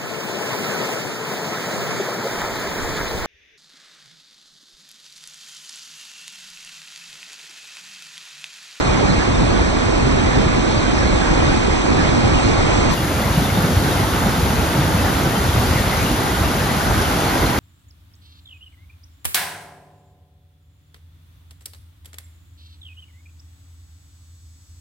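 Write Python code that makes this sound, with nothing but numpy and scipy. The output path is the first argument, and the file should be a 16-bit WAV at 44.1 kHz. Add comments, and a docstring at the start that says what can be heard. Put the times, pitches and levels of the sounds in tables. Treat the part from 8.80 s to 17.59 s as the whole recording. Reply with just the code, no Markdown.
"""A river in flood pours over a bank of mud and debris, heard from two places in turn.
Before a cliff it roars, deep and dull; along the open spillway it hisses. Plunging waves thump.
The rush is patchy noise plus swarms of ringing bubbles; splashes spatter as short narrow-band bursts.
Breaking waves and sloshing move the levels of four bands: rumble, churn, rush, spray.
"""
import sys
import numpy as np
from scipy import signal
from scipy.fft import rfft, irfft
from scipy.io import wavfile
from scipy.ndimage import uniform_filter1d

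SR = 44100
rng = np.random.default_rng(int(sys.argv[2]) if len(sys.argv) > 2 else 0)


def transcribe(signal):
    """Save signal, clipped to [-1, 1], as a 16-bit WAV file at the path in sys.argv[1]."""
    frames = np.atleast_2d(signal).T
    limited = np.clip(frames, -1, 1)
    pcm = np.round(limited * 32767).astype(np.int16)
    wavfile.write(sys.argv[1], SR, pcm)


N = 387638
T_S = np.arange(N) / SR
F_HZ = np.fft.rfftfreq(N, 1 / SR)


def gain_of(db):
    """Converts decibels to an amplitude factor."""
    return 10 ** (np.asarray(db) / 20)


def evened(x):
    """Scales to rms 1, over all channels together."""
    return x / np.sqrt(np.mean(x ** 2) + 1e-20)


def add(mix, start_s, sound):
    """Adds a sound into the mix in place, cut at the end."""
    part = mix[max(round(start_s * SR), 0):][:len(sound)]
    part += sound[:len(part)]


def low_pass(x, edge_hz):
    """Steep linear-phase band limit on both channels."""
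    taps = signal.firwin(511, edge_hz, window=("kaiser", 9), fs=SR)
    return signal.oaconvolve(x, taps[None], "same")


def turbulence(patchy_db, flicker_db, smooth_hz):
    """Two independent noise streams with shared flare-ups, patchy in time and pitch."""
    hz, _, z = signal.stft(rng.standard_normal((2, N)), SR, nperseg=512, noverlap=384)
    patches = uniform_filter1d(rng.standard_normal(z.shape[1:]), size=10, axis=0)
    patches = evened(uniform_filter1d(patches, size=16, axis=1))
    flicker = evened(uniform_filter1d(rng.standard_normal(z.shape[2]), size=8))
    # fine spray has so many drops that it evens out
    lumpy = 1 / np.hypot(1, hz / smooth_hz)
    z *= gain_of(lumpy[:, None] * (patchy_db * patches + flicker_db * flicker))
    _, noise = signal.istft(z, SR, nperseg=512, noverlap=384)
    return evened(noise[:, :N])


def bubbles(per_s, spread_db, cycles, glide, count=48):
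    """Bubbles of many sizes ring briefly, rising in pitch as they near the surface; per_s is per size."""
    out = np.zeros(N)
    for hz in np.geomspace(300, 12000, count):
        age = np.arange(0, 2, hz / (cycles * SR))  # unit: the time of `cycles` periods
        ring = np.exp(-np.pi * age) * np.sin(2 * np.pi * cycles * age * (1 + glide * age))
        chance = rng.random(N)
        size = np.minimum(rng.exponential(1, N), 4)
        births = (chance < per_s / SR) * gain_of(spread_db * size)
        out += hz * signal.oaconvolve(births, ring)[:N]  # equal power in every Hz
    return evened(out)


# trapped air pockets: start t/s, envelope peak level/dB, starting f/Hz
AIR_POCKETS = [(1.066, -13.5, 85), (1.662, -13.5, 173), (1.97, -11, 100), (2.408, -16, 169),
               (3.039, -16, 296), (3.19, -13.5, 174), (3.33, -15, 185), (3.446, -7.5, 95),
               (3.984, -14, 190), (4.03, -17, 253), (4.572, -7.5, 153), (4.615, -14, 245), (4.72, -12, 110),
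               (4.771, -11, 198), (4.836, -13, 165), (4.884, -12.5, 167), (4.966, -5.5, 89),
               (5.462, -15, 200), (5.624, -7, 83), (5.982, -10, 140), (6.142, -8.5, 168),
               (6.348, -11.5, 76), (6.571, -12.5, 187), (6.685, -6, 100), (6.765, -11, 95), (6.790, -8, 88),
               (6.902, -14, 75), (6.954, -12, 130), (6.999, -8.5, 79), (7.067, -12, 80), (7.172, -13, 84),
               (7.605, -17, 90), (8.099, -12.5, 83)]


def plunges(swell_s, glide_per_s):
    """A wave folds over an air pocket, which throbs briefly with slightly rising pitch."""
    out = np.zeros(N)
    t = np.arange(SR // 10) / SR
    shape = (t / swell_s * np.exp(1 - t / swell_s)) ** 2
    for start_s, db, hz in AIR_POCKETS:
        throb = np.sin(2 * np.pi * hz * t * (1 + glide_per_s * t))
        add(out, start_s, -gain_of(db) * shape * throb)
    return out


SPLASH_LOW_HZ, SPLASH_HIGH_HZ = 1483, 5530
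SPLASH_RISE_S, SPLASH_FALL_S = 0.0071, 0.039  # time constants


def splashes(width_hz, spread_db, count=220):
    """Water slaps back at random moments; each slap frees a burst of bubbles of about one size."""
    out = np.zeros((2, N))
    t = np.arange(SR // 5) / SR
    shape = (1 - np.exp(-t / SPLASH_RISE_S)) * np.exp(-t / SPLASH_FALL_S)
    noise_hz = abs(np.fft.fftfreq(len(t), 1 / SR))
    for k, (when, pitch, size) in enumerate(rng.random((count, 3))):
        hz = SPLASH_LOW_HZ * (SPLASH_HIGH_HZ / SPLASH_LOW_HZ) ** pitch
        band = np.exp(-.5 * ((noise_hz - hz) / width_hz) ** 2)
        noise = rng.standard_normal(len(t))
        fizz = evened(np.fft.ifft(np.fft.fft(noise) * band).real)
        add(out[k % 2], when * N / SR, gain_of(spread_db * size) * shape * fizz)
    return evened(out)


SPRAY_FALL_S = 0.063  # spray lags the other bands
# standing waves that collapse: hump centre t/s, length/s,
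# level change/dB of rumble, churn, rush, spray
STANDING_WAVES = [(0.16, 0.98, 0.5, 2.1, 2, 1.3), (0.817, 0.3, 1.5, -0.5, 0.8, 0.5),
                  (1.6, 0.7, 2, 2.2, 1.1, -0.1), (2.54, 0.66, 1.5, 0, 0.8, 0.7),
                  (3.25, 0.78, 2, 2, 1, -0.2), (3.58, 0.23, 4, -1, 0.7, 1.5), (3.94, 0.6, 3, 1, 1.1, 0.7),
                  (4.85, 0.89, -0.5, 1, 0.1, 0), (5.417, 0.25, 2.5, 0.8, 1, 0.3),
                  (6.25, 0.5, 1, 0, 0.5, 0.2), (6.83, 0.41, 3.5, 2, 1.1, 1.4), (7.17, 0.5, 1, 0, 0.5, 0.9),
                  (7.7, 0.56, 2, 0.5, -0.3, -0.1), (8.15, 0.45, 3, 1, 1, 0.6),
                  (8.46, 0.66, -2.5, 0.5, 1.3, 0.7)]


def breakers():
    """Each collapse moves the band levels in one smooth hump, spray just behind: dB of four bands."""
    swells_db = np.zeros((4, N))
    for centre_s, length_s, rumble_db, churn_db, rush_db, spray_db in STANDING_WAVES:
        fold, splash = (np.cos(np.pi * np.clip((T_S - at_s) / length_s, -.5, .5)) ** 2
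                        for at_s in (centre_s, centre_s + SPRAY_FALL_S))
        swells_db += [rumble_db * fold, churn_db * fold, rush_db * fold, spray_db * splash]
    return swells_db


SLOSH_HZ, SLOSH_WIDTH_HZ = 3.1, 1.4


def sloshing():
    """Uneven rocking of the water around one rate, rms 1."""
    band = np.exp(-.5 * ((F_HZ - SLOSH_HZ) / SLOSH_WIDTH_HZ) ** 2)
    return evened(irfft(rfft(rng.standard_normal(N)) * band, N))


SLOSH_DB = (0.2, 0.3, 0.16, 0.26)  # rms, for rumble, churn, rush, spray


def current(flow_db, drift_db_per_s, mid_s):
    """Flow at one place drifts linearly and sloshes, each band on its own: dB of four bands."""
    return np.array([db + drift * (T_S - mid_s) + slosh_db * sloshing()
                     for db, drift, slosh_db in zip(flow_db, drift_db_per_s, SLOSH_DB)])


def surging(water, flow_db, edges_hz):
    """Splits the water into rumble, churn, rush and spray, and sets their moving levels."""
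    spectrum = rfft(water)
    below = [1 / (1 + (F_HZ / edge) ** 4) for edge in edges_hz]
    bands = np.diff([0 * F_HZ, *below, 0 * F_HZ + 1], axis=0)
    return sum(gain_of(db) * irfft(spectrum * band, N) for db, band in zip(flow_db, bands))


def read(table):
    """Interpolates every column over log frequency."""
    points_hz, *columns = np.transpose(table)
    return [np.interp(np.log(F_HZ + 1), np.log(points_hz + 1), column) for column in columns]


def heard(water, colour, image, delay_s):
    """Shapes spectrum, balance, likeness and phase of the two channels for one place, rms 1."""
    db, balance_db = read(colour)
    likeness, phase_lag = read(image)
    direct, scattered = rfft(water)
    left = direct * gain_of(balance_db / 2)
    # right channel: part the same sound, part from other stretches of the river
    right = likeness * direct + np.sqrt(1 - likeness ** 2) * scattered
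    right *= gain_of(-balance_db / 2)
    right *= np.exp(-1j * (2 * np.pi * F_HZ * delay_s + phase_lag))
    low_cut = np.minimum(F_HZ / colour[0][0], 1)
    return evened(irfft(np.array([left, right]) * gain_of(db) * low_cut, N))


CLIFF_DB, CLIFF_EDGE_HZ = -14.5, 9100
CLIFF_DELAY_S = .00052  # right channel; the phase column adds to it
# rumble, churn, rush, spray: level at CLIFF_MID_S, and drift
CLIFF_FLOW_DB, CLIFF_DRIFT_DB_PER_S = (0.2, 0.4, -0.6, -0.43), (-0.13, 0.22, 0.4, 0.54)
CLIFF_MID_S = 2.1
# water's spectrum at the cliff: f/Hz, relative level/dB, left minus right/dB
CLIFF_SPECTRUM = [(12, -63.0, 0.1), (22, -44.0, 0.8), (40, -38.8, -0.7), (135, -44.1, 1.3),
                  (195, -43.2, -1.4), (255, -42.4, -4.7), (320, -45.3, -4.1), (370, -45.9, -4.2),
                  (490, -47.0, -2.5), (670, -52.3, -4.8), (830, -51.2, 0.7), (970, -54.6, 3.2),
                  (1170, -53.0, -0.2), (1520, -57.0, -4.7), (1760, -56.4, -2.2), (1950, -58.8, -4.2),
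                  (2330, -60.7, -7.0), (2650, -60.3, -0.5), (3500, -65.2, -0.2), (4200, -65.0, -0.1),
                  (4800, -66.1, -0.1), (7400, -72.0, 0), (8400, -74.0, 0.1), (9100, -80.0, -0.1)]
# stereo image by frequency: f/Hz, left-right likeness/0-1, right-channel phase lag/rad
CLIFF_STEREO = [(40, 0.998, -0.25), (95, 0.985, -0.5), (130, 0.89, -1.0), (165, 0.87, -1.95),
                (200, 0.88, -2.65), (310, 0.8, -3.0), (420, 0.8, -3.82), (520, 0.58, -4.96),
                (650, 0.43, -6.85), (830, 0.79, -7.68), (1000, 0.68, -8.31), (1400, 0.22, -8.4),
                (1600, 0.38, -8.37), (1760, 0.58, -9.1), (2130, 0.25, -10.4), (2350, 0.62, -12.15),
                (2700, 0.9, -12.24), (3000, 0.9, -12.4), (3500, 0.83, -12.31), (4400, 0.87, -12.5),
                (4850, 1.0, -12.66), (5800, 0.87, -12.89), (7000, 1.0, -13.5), (7600, 0.78, -13.58),
                (8400, 0.8, -14.1), (9100, 0.97, -13.87)]


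def before_cliff(water, swells_db):
    """The water's deep, dull roar before the cliff, its treble cut off."""
    flow_db = swells_db + current(CLIFF_FLOW_DB, CLIFF_DRIFT_DB_PER_S, CLIFF_MID_S)
    flow = surging(water, flow_db, edges_hz=(140, 420, 2300))
    roar = heard(flow, CLIFF_SPECTRUM, CLIFF_STEREO, CLIFF_DELAY_S)
    return gain_of(CLIFF_DB) * low_pass(roar, CLIFF_EDGE_HZ)


MOVE_S, MOVE_LENGTH_S = 4.13, 0.048  # midpoint and length of the change of place
SPILLWAY_DB = -18.5
# rumble, churn, rush, spray: level at SPILLWAY_MID_S, and drift
SPILLWAY_FLOW_DB = (-0.067, -0.43, -0.44, -0.92)
SPILLWAY_DRIFT_DB_PER_S = (-0.43, -0.55, 0.37, 0.096)
SPILLWAY_MID_S = 6.5
# brief dip on arrival: depth of rumble, churn, rush, spray, and time constant
DIP_DB, DIP_RECOVERY_S = (7.2, 3, 1.5, 3.0), 0.14
# water's spectrum at the spillway: f/Hz, relative level/dB, left minus right/dB
SPILLWAY_SPECTRUM = [(22, -73, 0.4), (50, -42.3, 0.2), (90, -40.6, 0.0), (170, -44.8, 0.1),
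                     (270, -46.6, -1.2), (330, -49.4, -1.6), (460, -53.2, -0.5), (540, -52.8, 0.3),
                     (650, -53.6, -2.5), (850, -53.0, -1.3), (1060, -56.1, 1.2), (1530, -54.8, -2.6),
                     (1720, -60.2, 3.3), (2020, -60.4, 0.5), (2450, -64.1, 1.8), (3400, -63.9, 1.6),
                     (4700, -66.5, 2.2), (5400, -68.7, 3.9), (6500, -68.7, 2.3), (7500, -69.6, 0.6),
                     (10500, -70.5, -0.1), (13000, -73.9, 0.1), (15600, -75.9, -0.1)]
# stereo image by frequency: f/Hz, left-right likeness/0-1, right-channel phase lag/rad
SPILLWAY_STEREO = [(60, 0.93, 0.07), (130, 0.89, 0.06), (250, 0.93, 0.07), (330, 0.9, 0.1),
                   (470, 0.72, 0.15), (650, 0.66, 0.11), (850, 0.7, 0.72), (1060, 0.42, 0.78),
                   (1300, 0.17, -0.46), (1550, 0.04, 1.2), (1720, 0.55, 0.53), (2020, 0.76, 0.18),
                   (2450, 0.67, 0.65), (3000, 0.53, 0.93), (3500, 0.47, 0.55), (4200, 0.45, 0.58),
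                   (4900, 0.56, 0.84), (5500, 0.42, -0.74), (6500, 0.63, -0.99), (7400, 0.68, -2.3),
                   (7850, 1.0, -3.1), (8800, 1.0, -3.18), (9300, 0.6, -3.8), (10000, 0.62, -5.27),
                   (11100, 0.8, -6.1), (13400, 0.8, -6.45), (14300, 0.4, -7.9), (14700, 1.0, -9.42)]


def beside_spillway(water, swells_db):
    """The water's hiss along the open spillway, recovering from a dip on arrival."""
    flow_db = swells_db + current(SPILLWAY_FLOW_DB, SPILLWAY_DRIFT_DB_PER_S, SPILLWAY_MID_S)
    since_move_s = np.maximum(T_S - MOVE_S, 0)
    flow_db -= np.outer(DIP_DB, np.exp(-since_move_s / DIP_RECOVERY_S))
    flow = surging(water, flow_db, edges_hz=(135, 350, 2380))
    return gain_of(SPILLWAY_DB) * heard(flow, SPILLWAY_SPECTRUM, SPILLWAY_STEREO, delay_s=0)


def scene():
    """The same frothing, splashing water before the cliff, then beside the spillway, plus plunges."""
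    froth = np.array([bubbles(per_s=90, spread_db=2.5, cycles=14.8, glide=0.022) for channel in range(2)])
    water = turbulence(patchy_db=1.0, flicker_db=0.06, smooth_hz=3500)
    water += gain_of(-9.0) * froth
    water += gain_of(-17) * splashes(width_hz=87, spread_db=7)
    swells_db = breakers()
    cliff = before_cliff(water, swells_db)
    spillway = beside_spillway(water, swells_db)
    moved = np.clip((T_S - MOVE_S) / MOVE_LENGTH_S + .5, 0, 1)
    river = np.sqrt(1 - moved) * cliff + np.sqrt(moved) * spillway  # equal-power crossfade
    return river + plunges(swell_s=0.0075, glide_per_s=0.37)


def record(dry):
    """Band limit of the whole sound."""
    return low_pass(dry, edge_hz=15700)


dry = scene()
out = record(dry)
transcribe(out)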